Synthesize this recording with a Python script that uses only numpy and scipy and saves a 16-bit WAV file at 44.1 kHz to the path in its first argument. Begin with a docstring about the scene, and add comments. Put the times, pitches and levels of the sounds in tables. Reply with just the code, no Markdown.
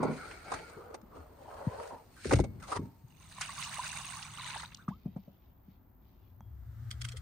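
"""Cooking tripe in a garden.

A big knife saws through wet tripe and knocks on a wooden board. The heap slaps into a steel pot, which
scrapes off the table and rings faintly. Water pours in with bubbles, spray and gulps of trapped air;
the pot bumps onto a stove, fizzes softly and takes a light tap on the rim. Then a knife cracks dry
onion skin while a far engine hums, all over the low rumble and soft air of the garden."""
import sys
import numpy as np
from scipy import signal
from scipy.fft import rfft, irfft, next_fast_len
from scipy.io import wavfile
from scipy.ndimage import uniform_filter1d

SR = 44100
rng = np.random.default_rng(int(sys.argv[2]) if len(sys.argv) > 2 else 0)


def store_wav(level_fs):
    """Save 16-bit WAV to argv[1]."""
    pcm = np.round(np.clip(np.atleast_2d(level_fs), -1, 1) * 32767)
    wavfile.write(sys.argv[1], SR, pcm.T.astype(np.int16))


N = 317961
TIME = np.arange(N) / SR

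# modes of the pot's air and steel: pitch_hz, level_db, t60_s
POT_MODES = [(108, 1, .25), (205, 0, .13), (300, -8, .18), (410, 1, .06), (635, -9, .08), (824, -19, .18),
             (1071, -10, .06), (1685, -6, .06), (2089, -13, .3), (2216, -3, .42), (2863, -14, .1)]
# tone of the low rumble in table and garden: freq_hz, level_db
RUMBLE_TONE = [(18, -46), (30, -7), (65, -3.5), (105, -6), (124, -13), (200, -15.5), (231, -13), (260, -15),
               (340, -40), (570, -120)]
# tone of open air and of soft rustling: freq_hz, level_db
AIR_TONE = [(180, -23), (300, -9), (393, -11), (434, -17.5), (487, -16.5), (508, -15.5), (553, -15.5),
            (860, -14.5), (1880, -29), (2610, -36), (9000, -48.5), (11700, -83), (19800, -120)]


def from_db(db):
    """Decibels to amplitude."""
    return 10 ** (np.asarray(db) / 20)


def unit_rms(x):
    """Scale a signal to rms 1."""
    return x / np.sqrt(np.mean(x ** 2) + 1e-20)


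def at_hz(points, hz):
    """Read a curve on a log-frequency axis."""
    freqs, values = np.transpose(points)
    return np.interp(np.log(hz), np.log(freqs), values)


def drift(per_s):
    """A random wander with a spread of about 1."""
    knots = rng.standard_normal(4096)
    return np.interp(TIME * per_s, np.arange(len(knots)), knots) * np.sqrt(3 / 2)


def white():
    """Two unrelated white noises."""
    return rng.standard_normal((2, N))


def grains(per_s, spread_db):
    """Random clicks of uneven size, with their own strength in each of two channels."""
    sizes = from_db(spread_db * np.minimum(rng.exponential(1, N), 4))
    return unit_rms(white() * sizes * (rng.random(N) < per_s / SR))


def mottle(x, depth_db, size=512):
    """Resonances shift as a contact moves: narrow patches of the spectrum swell and fade on their own."""
    cells = signal.stft(x, nperseg=size)[2]
    patches = uniform_filter1d(rng.standard_normal(cells.shape[-2:]), size=3, axis=0)
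    patches = unit_rms(uniform_filter1d(patches, size=4, axis=1))
    gain = from_db(depth_db * np.clip(patches, -2, 2))
    return unit_rms(signal.istft(cells * gain, nperseg=size)[1][..., :N])


def colour(pair, tone, likeness=None, balance=None):
    """EQ two unrelated signals to a tone with steep skirts and spread them in stereo; mono rms 1."""
    # default stereo width: freq_hz, left_right_likeness
    usual_likeness = [(60, 0.99), (130, 0.89), (290, 0.68), (640, 0.13), (1410, 0.3), (3100, 0.23),
                      (6820, 0.08), (15000, 0.24)]
    # default panning: freq_hz, left_over_right_db
    usual_balance = [(60, 2.0), (130, 3), (290, 0), (640, 1), (1410, 1), (3100, 0), (6820, 1.5),
                     (15000, -16.5)]
    size = next_fast_len(N, True)
    hz = np.maximum(np.fft.rfftfreq(size, 1 / SR), 1)
    skirts = 1 / (1 + (tone[0][0] / hz) ** 8) / (1 + (hz / tone[-1][0]) ** 16)
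    mid, side = rfft(pair, size) * from_db(at_hz(tone, hz)) * skirts
    alike = np.clip(at_hz(likeness or usual_likeness, hz), 0, .995)
    pan_db = at_hz(balance or usual_balance, hz)
    sides = np.array([[1], [-1]])
    stereo = np.sqrt(1 + alike) * mid + sides * np.sqrt(1 - alike) * side
    out = irfft(stereo * from_db(sides * pan_db / 2), size)[:, :N]
    return out / np.sqrt(np.mean(out.mean(0) ** 2) + 1e-20)


def band_noise(hz, octaves, width, order=2):
    """A short stereo noise round hz, its level evened out; long waves reach both ears alike."""
    edges = np.clip([hz / 2 ** (octaves / 2), hz * 2 ** (octaves / 2)], 20, .45 * SR)
    bandpass = signal.butter(order, edges, "band", fs=SR, output="sos")
    pair = signal.sosfilt(bandpass, rng.standard_normal((2, SR // 2)))[:, -(SR // 3):]
    power = uniform_filter1d(pair ** 2, max(int(3 * SR / hz), SR // 300))
    mid, side = pair / np.sqrt(power + 1e-20)
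    return mid + width * min(hz / 500, 1) * side * np.array([[1], [-1]])


def add(out, start_s, sound):
    """Mix a short sound in at start_s."""
    at = max(round(start_s * SR), 0)
    out[:, at:at + sound.shape[-1]] += sound[..., :N - at]


def burst(decay_s, rise_s):
    """Envelope of a contact: a quick rise, a short hold, an exponential fall."""
    t = TIME[:SR // 3]
    return (1 - np.exp(-t / rise_s)) / np.cosh(t / decay_s)


def held(start_s, end_s, rise_s, fall_s):
    """Envelope of a gesture: swells up to its start, holds, dies away after its end."""
    away = np.maximum(start_s - TIME, 0) / rise_s + np.maximum(TIME - end_s, 0) / fall_s
    return np.exp(-np.minimum(away, 20))


def ring(x, modes):
    """A struck body rings: each mode answers a click with a decaying sine."""
    out = 0
    for hz, db, t60_s in modes:
        radius, angle = from_db(-60 / (t60_s * SR)), 2 * np.pi * hz / SR
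        feedback = [1, -2 * radius * np.cos(angle), radius * radius]
        out += from_db(db) * signal.lfilter([0, np.sin(angle)], feedback, x + 1e-18)
    return out


def resound(x, modes, ring_db):
    """A contact together with the ring of the body that it touches."""
    return x + from_db(ring_db) * ring(x, modes)


def friction(rub_level, hiss_level, tone, hiss, slips_per_s, rough_db):
    """Dense tiny slips sound the body under a stroke; the wet surface hisses along."""
    slips = colour(mottle(grains(slips_per_s, 1.5), 3.6, size=1024), tone)
    return (rub_level * slips + hiss_level * hiss) * from_db(rough_db * drift(90))


def blows(rows, crackle, octaves, rise_s, width):
    """Soft wet contacts: a squashed thump with a crackle of liquid, its level set against the thump."""
    body, wetness = np.zeros((2, N)), np.zeros((1, N))
    for s, db, hz, decay_s, crackle_db, *_ in rows:
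        shape = from_db(db) * burst(decay_s, rise_s)
        add(body, s, shape * band_noise(hz, octaves, width, order=3))
        add(wetness, s, shape * from_db(crackle_db))
    return body + wetness * crackle


def splats(rows, trim_db, octaves):
    """Short wet smacks, each round its own pitch."""
    out = np.zeros((2, N))
    for s, db, hz, decay_s in rows:
        shape = from_db(db + trim_db) * burst(decay_s, rise_s=.0015)
        add(out, s, shape * band_noise(hz, octaves, width=.6, order=3))
    return out


def squirts(contacts, trim_db):
    """Liquid spurts from under blade or heap at each contact, as strongly as it crackles."""
    centre_hz, decay_s = 5500, .0025
    spurts = [(s, db + crackle_db, centre_hz, decay_s) for s, db, _, _, crackle_db, *_ in contacts]
    return splats(spurts, trim_db, octaves=.9)


def glides(rows, settle, pan_db):
    """Heavily damped swings that swell and die; their pitch slides over `settle` times the swell."""
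    out, t = np.zeros((2, N)), TIME[:SR // 3]
    for s, db, first_hz, last_hz, swell_s in rows:
        hz = last_hz + (first_hz - last_hz) * np.exp(-t / (settle * swell_s))
        shape = (t / swell_s * np.exp(1 - t / swell_s)) ** 2
        add(out, s, from_db(db) * shape * np.sin(2 * np.pi * np.cumsum(hz) / SR))
    return out * from_db([[pan_db / 2], [-pan_db / 2]])


def stroke_levels(part):
    """Envelopes of rubbing and of wet hiss over all strokes through one part of the tripe."""
    # knife strokes: start_s, end_s, rub_db, hiss_db, tripe_part
    strokes = [(.04, .07, -46, -72, "edge"), (.13, .33, -51.5, -60, "edge"), (.38, .46, -63, -65, "edge"),
               (.52, .55, -44, -57, "edge"), (.6, .69, -56, -66, "edge"),
               (.75, .93, -55.5, -77, "honeycomb"), (1.16, 1.22, -56, -74, "honeycomb"),
               (1.42, 1.5, -57, -71, "smooth"), (1.54, 1.89, -47.5, -66.5, "smooth"),
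               (1.83, 1.87, -55, -63, "smooth")]
    levels = [from_db([[rub_db], [hiss_db]]) * held(start, end, rise_s=.06, fall_s=.065)
              for start, end, rub_db, hiss_db, where in strokes if where == part]
    return np.sqrt(sum(level ** 2 for level in levels))


def knife(hiss, crackle):
    """The blade saws through three parts of the tripe and knocks on the wooden board."""
    # tone of the rubbing in the edge, the honeycomb and the smooth part: freq_hz, level_db
    edge = [(88, -21), (150, -5.5), (173, 1), (201, -16.5), (475, 0), (540, -6), (583, -2), (629, -4),
            (867, -4), (1040, -18), (1390, 1), (1750, -16), (2220, -6), (2800, -24), (3600, -29),
            (4500, -17), (5400, -40), (7040, -120)]
    honeycomb = [(150, -46), (250, -54), (313, -3), (387, -20), (431, 1.5), (505, -8.5), (619, -5.5),
                 (711, -12), (791, -10.5), (1040, -16), (1230, -10), (1740, -27.5), (2590, -34.5),
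                 (3200, -36), (4160, -57), (7040, -120)]
    smooth = [(150, -45), (250, -23), (303, -20), (367, -14.5), (422, -2), (619, 2.5), (719, -4.5),
              (938, -2), (1030, -6.5), (1900, -20), (2200, -28), (3200, -29.5), (4160, -48), (7040, -120)]
    # blade meets board: start_s, level_db, centre_hz, decay_s, crackle_db
    chops = [(0.0, -31.5, 260, 0.017, -43), (.028, -24.5, 430, .009, -25), (.05, -24, 340, .0073, -40),
             (.08, -33, 300, 0.035, -39), (.309, -44, 1500, .005, -19), (.517, -29.5, 694, .008, -15),
             (.537, -34, 770, .0065, -10), (.586, -47, 1650, 0.0069, -12), (.695, -53, 800, .008, -6),
             (.942, -38, 600, .0065, -10), (1.013, -60, 900, .003, -3), (1.157, -51.5, 334, 0.025, -47),
             (1.798, -32.5, 705, .0035, -25), (1.83, -49, 1400, .006, -12), (1.874, -52, 900, .004, -2),
             (1.92, -46, 420, .018, -26)]
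    # modes of the board: pitch_hz, level_db, t60_s
    board_modes = [(160, 8.5, 0.14), (265, 8, 0.13), (401, -6.5, 0.053), (870, -4, .25), (1150, -24.5, 0.6)]
    cuts = (friction(*stroke_levels("edge"), edge, hiss, slips_per_s=4000, rough_db=.8)
            + friction(*stroke_levels("honeycomb"), honeycomb, hiss, slips_per_s=3000, rough_db=2.2)
            + friction(*stroke_levels("smooth"), smooth, hiss, slips_per_s=5000, rough_db=.8))
    knocks = blows(chops, crackle, octaves=1.57, rise_s=.0019, width=.63)
    return cuts + resound(knocks, board_modes, ring_db=-52) + squirts(chops, trim_db=-3.5)


def rasps():
    """Stick and slip gathers rubbing into a narrow band whose pitch wavers with the pressure."""
    # a sliding surface catches: start_s, level_db, pitch_hz, decay_s
    catches = [(0.0, -40, 1060, .06), (.17, -50, 1400, .11), (.31, -41, 2160, .005), (.46, -53, 800, .025),
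               (.725, -56, 1350, .06), (.765, -46, 440, .032), (.85, -52, 490, .03), (.905, -53, 470, .014),
               (1.115, -57, 1100, .05), (1.235, -54, 600, .012), (1.475, -47, 820, .02),
               (1.6, -45, 600, .025), (1.9, -45, 880, .035), (2.16, -59, 1450, .06),
               (2.618, -49.5, 1270, .028), (2.717, -27, 1130, .009), (2.752, -35, 1100, .014),
               (4.78, -57, 1350, .027), (7.137, -51.5, 462, .011)]
    out, steps = np.zeros((2, N)), np.arange(SR // 3)
    for s, db, hz, decay_s in catches:
        travel = np.cumsum(1 + .05 * drift(35)[:len(steps)])   # the pitch wanders by about 5 %
        band = band_noise(hz, octaves=.27, width=.4)
        wavering = np.array([np.interp(travel, steps, ear) for ear in band])
        add(out, s, from_db(db) * burst(decay_s, rise_s=.0053) * wavering)
    return out


def table_and_stove_rumble():
    """The wooden table rumbles and knocks under the work; heavy loads set table and stove shuddering."""
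    # the heaviest loads: start_s, level_db
    loads = [(0.0, -48), (2.305, -33), (2.37, -32), (2.78, -53), (4.89, -52), (5.06, -51)]
    # tone of the shudder: freq_hz, level_db
    shudder_tone = [(38, -14), (62, 1), (85, -4), (108, 2), (135, -9), (205, -8), (300, -16), (450, -24),
                    (900, -42)]
    # dull knocks through the table: start_s, level_db, first_hz, last_hz, swell_s
    thuds = [(.03, -41, 170, 110, .012), (.765, -43.5, 200, 90, .005), (1.028, -48, 245, 186, .0075),
             (1.18, -47, 109, 60, .025), (1.668, -22, 306, 69.4, .0077), (2.755, -38.5, 137, 80, .02),
             (2.788, -34, 260, 150, .005), (3.036, -45, 143, 115, .011)]
    work = held(0, 2.85, rise_s=.1, fall_s=.08) * from_db(3 * drift(9))   # hands and meat shift about
    load_level = sum(from_db(db) * held(s, s, rise_s=.01, fall_s=.09) for s, db in loads)
    shaking = white()
    rumble = from_db(-62) * work * colour(shaking, RUMBLE_TONE)
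    shudder = load_level * colour(shaking, shudder_tone)
    rustle = from_db(-65.5) * work * colour(white(), AIR_TONE)
    return rumble + shudder + rustle + glides(thuds, settle=1.1, pan_db=3.5)


def garden():
    """A bed of low rumble, soft open air and a thin, quickly fluttering hiss at the top."""
    # tone of the thin hiss: freq_hz, level_db
    hiss_tone = [(7060, -49), (12000, -39.5), (12800, -10.5), (13400, -9), (14100, 2.5), (14800, -1),
                 (15600, -12)]
    flutter_hz = 60
    rumble = from_db(-60.5 + 1.2 * drift(7)) * colour(white(), RUMBLE_TONE)
    air = from_db(-72.5) * colour(white(), AIR_TONE)
    hiss = from_db(-77.5) * colour(white(), hiss_tone, balance=[(1000, 0), (10000, 0)])
    flutter = from_db(4.3 * np.cos(2 * np.pi * flutter_hz * TIME) - .9)
    return rumble + air + hiss * flutter


def heap_in_pot(hiss, crackle):
    """The soaked heap fizzes as it moves, slithers out of the hands and lands lump by lump."""
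    # wet lumps hit the pot: start_s, level_db, centre_hz, decay_s, crackle_db, thud_db
    lumps = [(2.245, -40, 1500, .004, -7, -60), (2.254, -30, 305, .007, -18, -37),
             (2.268, -44, 400, .012, -7, -35), (2.294, -35, 330, .008, -10, -27),
             (2.309, -28.5, 1200, .007, -16, -42), (2.314, -26, 640, .007, -19, -28),
             (2.323, -22, 340, .007, -19, -32), (2.331, -18.5, 400, .0065, -21, -14),
             (2.334, -29, 1700, .0045, -5.5, -45), (2.354, -42, 550, .014, -2, -19),
             (2.387, -42, 900, .004, -3, -19.5), (2.392, -26, 540, .004, -28, -45),
             (2.399, -22, 400, .005, -22, -45), (2.407, -31, 230, .01, -30, -25),
             (2.439, -37, 520, .008, -14, -38)]
    soaked = from_db(-79) * held(2.05, 3.0, rise_s=.1, fall_s=.1)
    slither = from_db(-53) * held(2.26, 2.33, rise_s=.05, fall_s=.035)
    slaps = blows(lumps, crackle, octaves=1.1, rise_s=.00091, width=.6)
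    # just after its smack, each lump bears down on the pot's floor with a sagging thud
    lag_s, first_hz, last_hz, swell_s = .011, 150, 72, .0063
    thuds = [(s + lag_s, thud_db, first_hz, last_hz, swell_s) for s, *_, thud_db in lumps]
    return ((slither + soaked) * hiss + resound(slaps, POT_MODES, ring_db=-52)
            + squirts(lumps, trim_db=-3) + glides(thuds, settle=1.1, pan_db=2.5))


def pot_pulled_away(hiss, crackle):
    """The pot scrapes harder as it gathers speed, judders off the table and rings once it is free."""
    # tone of the sliding base: freq_hz, level_db
    drag_tone = [(180, -37), (300, -9.5), (478, -10.5), (565, -5.5), (612, -14), (800, -3), (866, -18),
                 (965, -5), (1220, -8.5), (1750, -25), (1950, -20), (2600, -35.5), (3200, -29), (4160, -57),
                 (7040, -120)]
    # the base catches on grit and the table's edge: start_s, level_db, centre_hz, decay_s, crackle_db
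    catches = [(2.598, -62, 1200, .012, 1), (2.624, -56, 800, .016, 3), (2.678, -52, 800, .01, -4),
               (2.762, -41, 700, .008, -6), (2.79, -35, 210, .012, -36), (2.815, -39, 180, .03, -36),
               (2.853, -54, 550, .006, -18)]
    # modes of the freely ringing wall: pitch_hz, level_db, t60_s
    wall_modes = [(587, -68, .7), (904, -64, 1.2), (921, -63, 1.1), (1303, -70, .7)]
    start_s, end_s, lift_s, growth_db_per_s = 2.69, 2.772, 2.78, 130
    sliding = held(start_s, end_s, rise_s=.018, fall_s=.006)
    rub_level = sliding * from_db(-37 + growth_db_per_s * np.minimum(TIME - end_s, 0))
    drag = friction(rub_level, sliding * from_db(-51.5), drag_tone, hiss, slips_per_s=1200, rough_db=2)
    scuffs = blows(catches, crackle, octaves=1.3, rise_s=.002, width=.6)
    release = np.zeros((2, N))
    add(release, lift_s, np.ones(1))
    return resound(drag + scuffs, POT_MODES, ring_db=-55) + ring(release, wall_modes)


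def bubbles(count, start_s, end_s, low_hz, high_hz, cycles, climb):
    """Bubbles pinch off at random, swell for some cycles and ring out, rising slightly in pitch."""
    out, spread_db = np.zeros((2, N)), 16
    for when, pitch, size, place in rng.random((count, 4)):
        hz = low_hz * (high_hz / low_hz) ** pitch
        age = np.arange(int(8 * cycles * SR / hz)) * hz / (cycles * SR)   # 1 at the peak
        swing = age * np.exp(1 - age) * np.sin(2 * np.pi * cycles * (age + climb * age ** 2 / 2))
        mid_side = np.array([[1], [np.sqrt(2) * np.cos(2 * np.pi * place)]])
        add(out, start_s + when * (end_s - start_s), from_db(spread_db * size ** 3) * hz * swing * mid_side)
    return unit_rms(out) * np.sqrt((end_s - start_s) * SR / N)


def water():
    """A stream falls into the pot: bubbles in a wash of droplets, spray, low burble, splats and gulps."""
    # strength of the stream: time_s, level_db
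    flow = [(3.08, -76), (3.37, -53.5), (3.45, -48), (3.85, -43.5), (4.33, -51), (4.48, -44), (4.6, -47),
            (4.7, -60), (4.85, -72)]
    # tones of the shallow splash, deep splash, fine spray and low burble: freq_hz, level_db
    shallow_tone = [(210, -55), (350, -43), (511, -49), (617, -14.5), (721, -15), (911, -6.5), (1050, -2),
                    (1720, -9.5), (2510, -6.5), (2930, -5), (3310, -26), (3740, -9.5), (5000, -17),
                    (6500, -40), (11000, -120)]
    deep_tone = [(210, -51), (350, -27), (453, -24), (573, -8.5), (692, -24.5), (928, 0), (1770, -5),
                 (2900, -4), (3300, -9), (3800, 0), (5800, -23.5), (7540, -57), (12800, -120)]
    spray_tone = [(2000, -29.5), (3400, -6.5), (3580, -4), (3740, -5.5), (5540, -12), (6140, -4),
                  (6460, -3), (7240, -12), (7610, -24), (7860, -5.5), (8320, -1.5), (11100, -20.5),
                  (12300, -41), (13900, -23), (15500, -15)]
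    burble_tone = [(29, -40), (50, -7), (81, 0.5), (145, 7), (200, -1), (260, -15), (396, -25), (450, -20),
                   (580, -49.5), (990, -120)]
    # stereo width of the stream: freq_hz, left_right_likeness
    likeness = [(60, 0.53), (150, 0.85), (380, 0.69), (950, 0.97), (2380, 0.33), (5980, 0.18),
                (15000, 0.22)]
    # panning of the stream: freq_hz, left_over_right_db
    balance = [(60, 1.5), (110, 8), (200, 6), (380, 16), (700, -10.5), (1290, -2.5), (2380, -3.0),
               (4400, 1), (8120, -5), (15000, -7.5)]
    # the loudest splats: start_s, level_db, centre_hz, decay_s
    smacks = [(3.383, -32, 900, .0025), (3.409, -24, 1300, .005), (3.41, -24.5, 6000, .008),
              (3.414, -28.5, 2200, .016), (3.492, -31, 1250, .004), (3.625, -20.5, 2880, .002),
              (3.632, -32, 5000, .012), (3.782, -34, 850, .008), (3.878, -22, 5900, .0015),
              (3.97, -29, 6500, .002), (3.995, -31, 1010, .0025), (4.045, -31, 2500, .004),
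              (4.226, -31, 4200, .004), (4.501, -27, 2360, .0025), (4.543, -29, 1300, .006),
              (4.56, -33, 750, .006), (4.602, -27, 3500, .0015), (4.632, -28.5, 1200, .005),
              (4.648, -32, 3000, .002), (4.718, -41, 2000, .005), (4.746, -24.5, 4740, .0016),
              (4.771, -38, 5000, .0015)]
    # trapped air pockets ring and rise in pitch: start_s, level_db, first_hz, last_hz, swell_s
    gulps = [(3.381, -40, 970, 1070, .0035), (3.488, -39, 1093, 1163, .0068),
             (3.578, -39, 1050, 1200, .005), (3.788, -31.5, 870, 1080, .0079),
             (4.135, -41, 950, 1150, .005), (4.168, -41, 1080, 1200, .004), (4.398, -41, 950, 1100, .004),
             (4.558, -36, 760, 1020, .005), (4.88, -32.5, 1150, 1240, .0024), (4.9, -48, 480, 1400, .017)]
    times, levels_db = np.transpose(flow)
    flow_db = np.interp(TIME, times, levels_db)
    span_s = times[0], times[-1]
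    froth = bubbles(2400, *span_s, low_hz=600, high_hz=5600, cycles=2.7, climb=.012)
    froth += 1.15 * grains(6000, 2.4)
    mist = bubbles(3500, *span_s, low_hz=3200, high_hz=14500, cycles=5, climb=.008)
    mist += 1.1 * grains(5000, 3.3)
    # deeper water changes colour and throws less spray
    deep_from_s, deepening_s = 4.2, .23
    depth = np.clip((TIME - deep_from_s) / deepening_s, 0, 1)
    shallow = from_db(-5.5) * (1 - depth) * colour(froth, shallow_tone, likeness, balance)
    deep = from_db(-4.5) * depth * colour(froth, deep_tone, likeness, balance)
    spray = from_db(-6.5 - 4 * depth) * colour(mist, spray_tone, likeness, balance)
    stream = (shallow + deep + spray) * from_db(flow_db + 1.4 * drift(50))
    burble = from_db(-54.5 + .35 * (flow_db - levels_db.max())) * colour(white(), burble_tone)
    pouring = held(*span_s, rise_s=.06, fall_s=.015)
    drops = splats(smacks, trim_db=-10.5, octaves=1.05)
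    return pouring * (stream + burble) + drops + glides(gulps, settle=1.5, pan_db=-1.5)


def pot_on_stove(crackle):
    """The full pot bumps down; each bump rocks the water with a sagging thump and a softer swing back."""
    # pot meets stove: start_s, level_db, centre_hz, decay_s, crackle_db, thump_db
    bumps = [(4.881, -45, 1000, .009, -17, -24.5), (5.055, -51, 480, .01, -29, -26),
             (5.16, -49, 560, .009, -23, -29.5), (5.275, -56, 400, .011, -32, -42),
             (5.68, -68, 300, .008, -25, -44)]
    # modes of the stove: pitch_hz, level_db, t60_s
    stove_modes = [(190, -3, .08), (282, 3, .12), (760, 0, .06), (1170, -15, .08)]
    contacts = blows(bumps, crackle, octaves=1.32, rise_s=.0017, width=.72)
    # the water rocks: start_s, level_db, first_hz, last_hz, swell_s
    thumps = [(s + .0025, db, 235, 135, .0048) for s, *_, db in bumps]
    swings = [(s + .02, db - 14, 235, 170, .012) for s, *_, db in bumps]
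    return resound(contacts, stove_modes, ring_db=-47) + glides(thumps + swings, settle=1.5, pan_db=2.2)


def simmer():
    """Tiny bubbles fizz faintly in the heating pot, livelier just after it is set down."""
    # uneven swells of fizz: start_s, end_s, level_db
    swells = [(4.9, 5.5, -83), (5.68, 5.76, -84.5), (6.04, 6.13, -82), (6.19, 6.3, -82.5)]
    # tone of the fizz: freq_hz, level_db
    fizz_tone = [(1180, -48), (2000, -5), (2670, -5), (3750, -6), (4120, -10), (4480, -9), (7000, -20),
                 (9100, -52), (15400, -120)]
    set_down_s = swells[0][0]
    heating = sum(from_db(db) * held(start, end, rise_s=.025, fall_s=.04) for start, end, db in swells)
    slosh = from_db(-78) * held(set_down_s, set_down_s, rise_s=.03, fall_s=.25)
    level = (heating + slosh) * from_db(1.5 * drift(25))
    return level * colour(mottle(grains(3000, 2.7), 3.6, size=1024), fizz_tone)


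def rim_tap():
    """A light touch on the rim leaves the steel ringing."""
    # the touch: start_s, level_db
    taps = [(6.407, -50)]
    # modes of the rim: pitch_hz, level_db, t60_s
    rim_modes = [(209, 1.5, .06), (900, 6.5, 0.013), (1190, -5.5, 0.0094), (3278, -26.5, 0.4),
                 (6040, -9, .008)]
    clicks = np.zeros((2, N))
    for s, db in taps:
        add(clicks, s, from_db([db]))
    return ring(clicks, rim_modes)


def far_engine():
    """A low throb, then a wavering firing tone, swell up as the engine gains a little speed."""
    # tone of the throb: freq_hz, level_db
    throb_tone = [(48, -3), (70, 3), (105, -1), (140, -16), (220, -27)]
    full_s, swell_s, throb_lead_s = 6.8, .17, .27
    pitch_hz, climb_hz_per_s = 116, 8
    firing_hz = (pitch_hz + climb_hz_per_s * (TIME - full_s)) * (1 + .025 * drift(25))
    firing = from_db(-43.5 + 2.5 * drift(16)) * np.sin(2 * np.pi * np.cumsum(firing_hz) / SR)
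    firing *= held(full_s, TIME[-1], swell_s, fall_s=1)
    throb = from_db(-47) * colour(white(), throb_tone)
    throb *= held(full_s - throb_lead_s, TIME[-1], swell_s, fall_s=1)
    return (firing + throb) * from_db([[1.2], [-1.2]])   # a little to the left


def onion():
    """Dry skin tears in short runs of tiny snaps, over the soft rub of hands and sleeves."""
    # the skin splits: start_s, level_db, decay_s
    cracks = [(6.911, -39, 0.0029), (7.015, -40, 0.0036), (7.048, -37, 0.0028), (7.086, -46.5, 0.0062),
              (7.118, -50, 0.0056), (7.166, -48.5, 0.0079)]
    # tones of the snapping skin and of the rubbing hands: freq_hz, level_db
    skin_tone = [(530, -55), (900, -33), (1280, -1.5), (1820, -10), (2030, -1.5), (2920, -12), (3290, 5.5),
                 (3650, -12), (4620, -6), (7230, -12.5), (8330, -5), (12000, -29), (15000, -21)]
    rustle_tone = [(410, -38), (700, -4), (871, -26), (1250, -1.5), (2090, -10.5), (2490, -18),
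                   (3680, -17.5), (8340, -22), (11000, -31), (14300, -55), (22000, -120)]
    tearing = np.zeros((1, N))
    for s, db, decay_s in cracks:
        add(tearing, s, from_db(db) * burst(decay_s, rise_s=.0017))
        add(tearing, s - .006, from_db(db - 10.5) * burst(.012, rise_s=.002))   # a softer, longer tear
    snaps = colour(mottle(grains(7000, 1.5), 3.4), skin_tone, balance=[(1000, .3), (10000, .28)])
    rubbing = from_db(-66.5) * held(6.92, 7.21, rise_s=.22, fall_s=.1)
    return tearing * snaps + rubbing * colour(white(), rustle_tone)


def scene():
    """Cutting, filling the pot, pouring, heating and peeling, one after another in the garden."""
    # tones of a wet surface's hiss and of crackling liquid: freq_hz, level_db
    hiss_tone = [(1530, 2), (2600, -0.5), (2830, -2), (3630, -6), (4260, 1), (5430, -5.5), (6740, -5),
                 (7690, -9), (8430, -0.5), (9870, -9), (11000, -19), (12100, -34.5), (12500, -40),
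                 (16200, -59), (22000, -120)]
    crackle_tone = [(760, -43.5), (1300, -5), (1720, -4.5), (1830, -20), (1990, -3), (3310, -16),
                    (3590, -7), (4200, -12.5), (6690, -9.5), (7660, -24), (8320, -6), (12000, -37),
                    (15500, -37.5)]
    hiss = colour(mottle(grains(9000, .83), 2.5), hiss_tone)
    crackle = colour(mottle(grains(6500, 1.5), 2.1), crackle_tone)
    return (knife(hiss, crackle) + rasps() + heap_in_pot(hiss, crackle) + pot_pulled_away(hiss, crackle)
            + table_and_stove_rumble() + water() + pot_on_stove(crackle) + simmer() + rim_tap()
            + onion() + far_engine() + garden())


def record(dry):
    """The microphone loses the deepest bass; the top is cut steeply."""
    low_cut = signal.butter(2, 34, "high", fs=SR, output="sos")
    high_cut = signal.ellip(10, .2, 70, 15800, fs=SR, output="sos")
    return signal.sosfilt(high_cut, signal.sosfilt(low_cut, dry))


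dry = scene()
out = record(dry)
store_wav(out)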